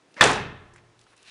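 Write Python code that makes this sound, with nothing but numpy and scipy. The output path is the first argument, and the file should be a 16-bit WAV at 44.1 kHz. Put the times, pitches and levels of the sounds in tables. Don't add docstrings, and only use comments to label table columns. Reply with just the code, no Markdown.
import sys
import numpy as np
from scipy import signal
from scipy.fft import rfft, irfft, next_fast_len
from scipy.io import wavfile

SR = 44100
rng = np.random.default_rng(int(sys.argv[2]) if len(sys.argv) > 2 else 0)


def unload_audio(sound):
    columns = np.transpose(np.atleast_2d(sound))
    steps = np.round(np.clip(columns, -1, 1) * 32767)
    wavfile.write(sys.argv[1], SR, steps.astype(np.int16))


def undo_db(level):
    steps = np.asarray(level, float) / 20
    return 10 ** steps


N = 57330
TIME_S = np.arange(N) / SR
SLAM_S = .2097


def unit(x):
    return x / np.sqrt(np.mean(x ** 2) + 1e-20)


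def along(points, hz):
    point_hz, value = np.transpose(points)
    return np.interp(np.log(hz + 1), np.log(point_hz + 1), value)


def filtered(x, response):
    size = next_fast_len(len(x) + SR // 20)
    f = np.fft.rfftfreq(size, 1 / SR)
    return irfft(rfft(x, size) * response(f), size)[:len(x)]


def coloured(x, curve):
    return filtered(x, lambda f: undo_db(along(curve, f)))


def peak(f, hz, width_hz):
    damping = 1j * f * width_hz
    return damping / (hz * hz - f * f + damping)


def rise(t, attack_s):
    return 1 - np.exp(-t / attack_s)


def add(out, s, x):
    part = out[round(s * SR):][:len(x)]
    part += x[:len(part)]


def dying(t60s):
    hz, t, z = signal.stft(rng.standard_normal(N), SR, nperseg=512)
    fade = undo_db(-60 * t / along(t60s, hz)[:, None])
    return signal.istft(z * fade, SR, nperseg=512)[1][:N]


def contacts(rows, width):
    out, t = np.zeros(N), np.arange(SR // 16) / SR
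    for s, db, hz, t60 in rows:
        fade = undo_db(-60 * t / t60) * rise(t, .0002)
        band = filtered(rng.standard_normal(len(t)), lambda f: peak(f, hz, width * hz) ** 2)
        level = undo_db(db - 6) * np.sqrt(np.mean(fade ** 2))
        add(out, s, level * unit(fade * band))
    return out


def ringing(modes, attack_s):
    out = np.zeros(N)
    for hz, db, t60 in modes:
        phase, twin_phase, spread = rng.random(3)
        twin_hz = hz * (1 + 0.022 * (spread - .5))
        pair = np.sin(2 * np.pi * (hz * TIME_S + phase))
        pair += 0.5 * np.sin(2 * np.pi * (twin_hz * TIME_S + twin_phase))
        out += undo_db(db - 60 * TIME_S / t60) * pair
    return out * rise(TIME_S, attack_s)


# start in s, peak in dB, centre in Hz, t60 in s.
LATCH_BLOWS = [(.2045, -28, 1700, 0.017), (.2078, -12, 1398, 0.037), (.2097, 7, 1411, 0.019),
               (.2100, -2.5, 2900, .018), (.2122, 3.5, 1200, 0.014), (.2165, -5, 1700, 0.012),
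               (.2180, -9.5, 3300, 0.048), (.2255, -2.5, 850, .022), (.2283, -6.5, 850, .022),
               (.2400, -10.5, 1700, 0.067), (.2450, -13.5, 400, 0.11), (.2590, -12, 450, .07),
               (.2990, -14.5, 890, 0.11), (.3580, -20, 704, 0.047)]


def latch_blows():
    return contacts(LATCH_BLOWS, .9)


# frequency in Hz, level in dB, t60 in s.
STRIKER_MODES = [(1252, -12, 0.081), (1775, -11.5, 0.051), (2374, -15, .05), (3383, -12.5, .07),
                 (3550, -13.5, 0.073)]


def striker():
    return ringing(STRIKER_MODES, .0004)


# frequency in Hz, level in dB, t60 in s.
PANEL_MODES = [(135, -18.5, 0.82), (343.4, -15.5, 0.35), (449.7, -2.5, 0.16), (568, -19, 0.51),
               (595.4, -15.5, 0.38), (645, -7.5, 0.43), (802, -1.5, 0.29), (999, -10.5, 0.45),
               (1168, -19.5, 0.66), (1238, -11, 0.27), (1319, -27, 0.73), (1394, -12.5, 0.38)]


def panels():
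    return undo_db(-25) * ringing(PANEL_MODES, .03)


# frequency in Hz, level in dB, t60 in s.
CABIN_MODES = [(33, -1, 1.35), (54.7, -2.5, 1.6), (89.8, 3.5, 1.1), (110, -7, 1.8), (118, -8, 2.2),
               (132.1, 9, .8), (161, -5, 1.4), (205, 10.5, .45), (257.9, 8.5, 0.41), (352, 1, 1.3)]


def cabin():
    return undo_db(-40.5) * ringing(CABIN_MODES, .017)


# frequency in Hz, density in dB per Hz.
SHELL_COLOUR = [(30, -21.5), (70, -23), (160, -6.5), (440, -5), (800, -5.5), (1400, -9), (3500, -14.5),
                (4600, -17.5), (9000, -28.5)]
# frequency in Hz, t60 in s.
SHELL_DECAY = [(60, 1.3), (150, 0.73), (500, 0.5), (2000, 0.57), (3500, 0.57), (5000, .38), (8000, .33)]


def shell():
    noise = coloured(dying(SHELL_DECAY), SHELL_COLOUR)
    noise = noise / np.std(noise[:SR // 20])
    return undo_db(-16.5) * noise * rise(TIME_S, .008)


def body():
    out = np.zeros(N)
    add(out, SLAM_S, shell() + panels() + cabin() + striker())
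    return out


# start in s, peak in dB, centre in Hz, t60 in s.
RATTLE_HITS = [
    (.2097, -18, 5800, 0.021),
    (.2255, -17, 9100, .025),
    (.2390, -6.5, 7000, .022),
    (.2450, -22, 7500, .08),
    (.2560, -21.5, 7000, .03),
    (.2720, -21, 6500, .04),
    (.3000, -27, 6000, .03),
    (.3140, -20.5, 8500, 0.023),
    (.3100, -28, 6340, 0.04),
    (.3310, -25, 5880, 0.038),
]


def rattles():
    return contacts(RATTLE_HITS, .7)


# centre in Hz, width in Hz, level in dB.
SEAL_RESONANCES = [(220, 150, -9), (550, 170, -2.5), (930, 120, -3), (1280, 300, -2), (1750, 340, -2.5),
                   (2200, 850, -7), (4700, 3200, -24.5), (8000, 6000, -39)]


def seal():
    start_s, slips_per_s = .1635, 2500
    start_db, swell_db, attack_s = -40, 3, .005
    t = np.arange(round((SLAM_S - start_s) * SR)) / SR
    slips = (rng.random(len(t)) < slips_per_s / SR) * rng.standard_normal(len(t))
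    slips += .08 * rng.standard_normal(len(t))

    def door(f):
        return sum((-1) ** k * undo_db(db) * peak(f, hz, width_hz) ** 2
                   for k, (hz, width_hz, db) in enumerate(SEAL_RESONANCES))

    out = np.zeros(N)
    swell = undo_db(start_db + swell_db * t / t[-1])
    add(out, start_s, unit(filtered(slips, door)) * swell * rise(t, attack_s))
    return out


def swing():
    level_db, swell_db = -69, 4
    air = unit(filtered(rng.standard_normal(N), lambda f: peak(f, 267, 260) ** 2))
    return undo_db(level_db + swell_db * TIME_S / SLAM_S) * (TIME_S < SLAM_S) * air


# frequency in Hz, t60 in s.
NEAR_DECAY = [(50, 1.6), (150, 1.1), (500, 0.55), (2000, 0.53), (3500, 0.62), (5000, .42), (8000, 0.27)]
# frequency in Hz, t60 in s.
FAR_DECAY = [(50, 1.4), (500, 1.63), (2000, 1.15), (4000, 0.68), (8000, .4)]


def garage(x):
    level_db, far_db, wall_s = -8, -18, .018
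    near, far = dying(NEAR_DECAY), dying(FAR_DECAY)
    tail = near / np.linalg.norm(near) + undo_db(far_db) * far / np.linalg.norm(far)
    delayed = np.pad(x, (round(wall_s * SR), 0))
    return undo_db(level_db) * signal.fftconvolve(delayed, tail)[:N]


# start in s, peak in dB, centre in Hz, t60 in s.
CAMERA_TICKS = [
    (.1420, -43.5, 3450, .018),
    (.7365, -50.5, 7000, 0.064),
    (.7600, -50, 8000, .06),
    (.9920, -41.5, 4240, 0.0092),
    (1.0130, -45.5, 5500, 0.022),
    (1.0400, -51, 4000, 0.014),
    (1.1650, -48, 8500, .02),
    (1.1780, -47, 8000, .02),
    (1.2285, -42, 8500, .015),
]


def ticks():
    return contacts(CAMERA_TICKS, 1.3)


# start in s, peak in dB, centre in Hz, t60 in s.
CAMERA_KNOCKS = [
    (.1430, -53, 708, .03),
    (.7600, -39.5, 1600, 0.032),
    (.7720, -55, 2340, 0.046),
    (.7800, -47, 1996, 0.079),
    (1.0665, -45.5, 1190, 0.024),
    (1.1200, -55.5, 1510, 0.069),
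    (1.1320, -47.5, 1280, 0.051),
    (1.2290, -50, 3700, .025),
]


def knocks():
    return contacts(CAMERA_KNOCKS, .9)


# time in s, level in dB.
SLEEVE_STROKE = [(.05, -87), (.17, -61), (0.208, -72.5), (.3, -81), (.96, -85), (1.0, -68), (1.035, -69),
                 (1.055, -80), (1.085, -66.5), (1.14, -65.5), (1.155, -91), (1.168, -60.5), (1.2, -65),
                 (1.245, -60.5), (1.28, -48.5)]
# frequency in Hz, density in dB per Hz.
RUB_COLOUR = [(700, -16), (1700, -5), (2200, -6), (2650, 1), (3200, -7.5), (3950, -2), (5000, -11),
              (7900, -20)]
# frequency in Hz, density in dB per Hz.
BRUSH_COLOUR = [(1000, -13), (5000, -3), (7900, -7.5), (9700, 3.5), (11500, 0.5)]


def fibres(colour):
    catches_per_s = 2500
    catches = (rng.random(N) < catches_per_s / SR) * rng.standard_normal(N)
    return unit(coloured(catches + .15 * rng.standard_normal(N), colour))


def sleeve():
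    brush_gain_db, brush_top_db = 5, -58.5
    stroke_db = np.interp(TIME_S, *np.transpose(SLEEVE_STROKE))
    brush_level = 1 / (undo_db(-stroke_db - brush_gain_db) + undo_db(-brush_top_db))
    return undo_db(stroke_db) * fibres(RUB_COLOUR) + brush_level * fibres(BRUSH_COLOUR)


# frequency in Hz, density in dB per Hz.
HUSH_COLOUR = [(25, -27.5), (60, -14), (120, -8), (400, -1.5), (1000, -4), (3000, -10), (6000, -17.5),
               (10000, -21.5)]


def hush():
    return undo_db(-63.5) * unit(coloured(rng.standard_normal(N), HUSH_COLOUR))


def scene():
    door = latch_blows() + rattles() + seal()
    camera = ticks() + knocks() + sleeve()
    return (door + body() + garage(door) + swing() + camera + hush())[None]


def top_cut(x):
    return signal.sosfilt(signal.butter(12, 16300, fs=SR, output="sos"), x)


# frequency in Hz, gain in dB.
MIC_RESPONSE = [(20, -5), (100, 1), (3700, -0.5), (4500, -0.5), (5500, 1.5), (9000, -0.5), (10600, -4.5),
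                (11600, -29), (12500, -57.5), (22000, -92)]
# frequency in Hz, gain in dB.
INPUT_RESPONSE = [(20, 0.5), (10000, 0), (13000, -6.5), (15900, -13.5), (16300, -70)]


def record(dry):
    ceiling, knee = .67, 20
    x = coloured(dry[0], MIC_RESPONSE)
    x = x / (1 + np.abs(x / ceiling) ** knee) ** (1 / knee)
    x = coloured(x, INPUT_RESPONSE)
    return top_cut(x[None])


dry = scene()
out = record(dry)
unload_audio(out)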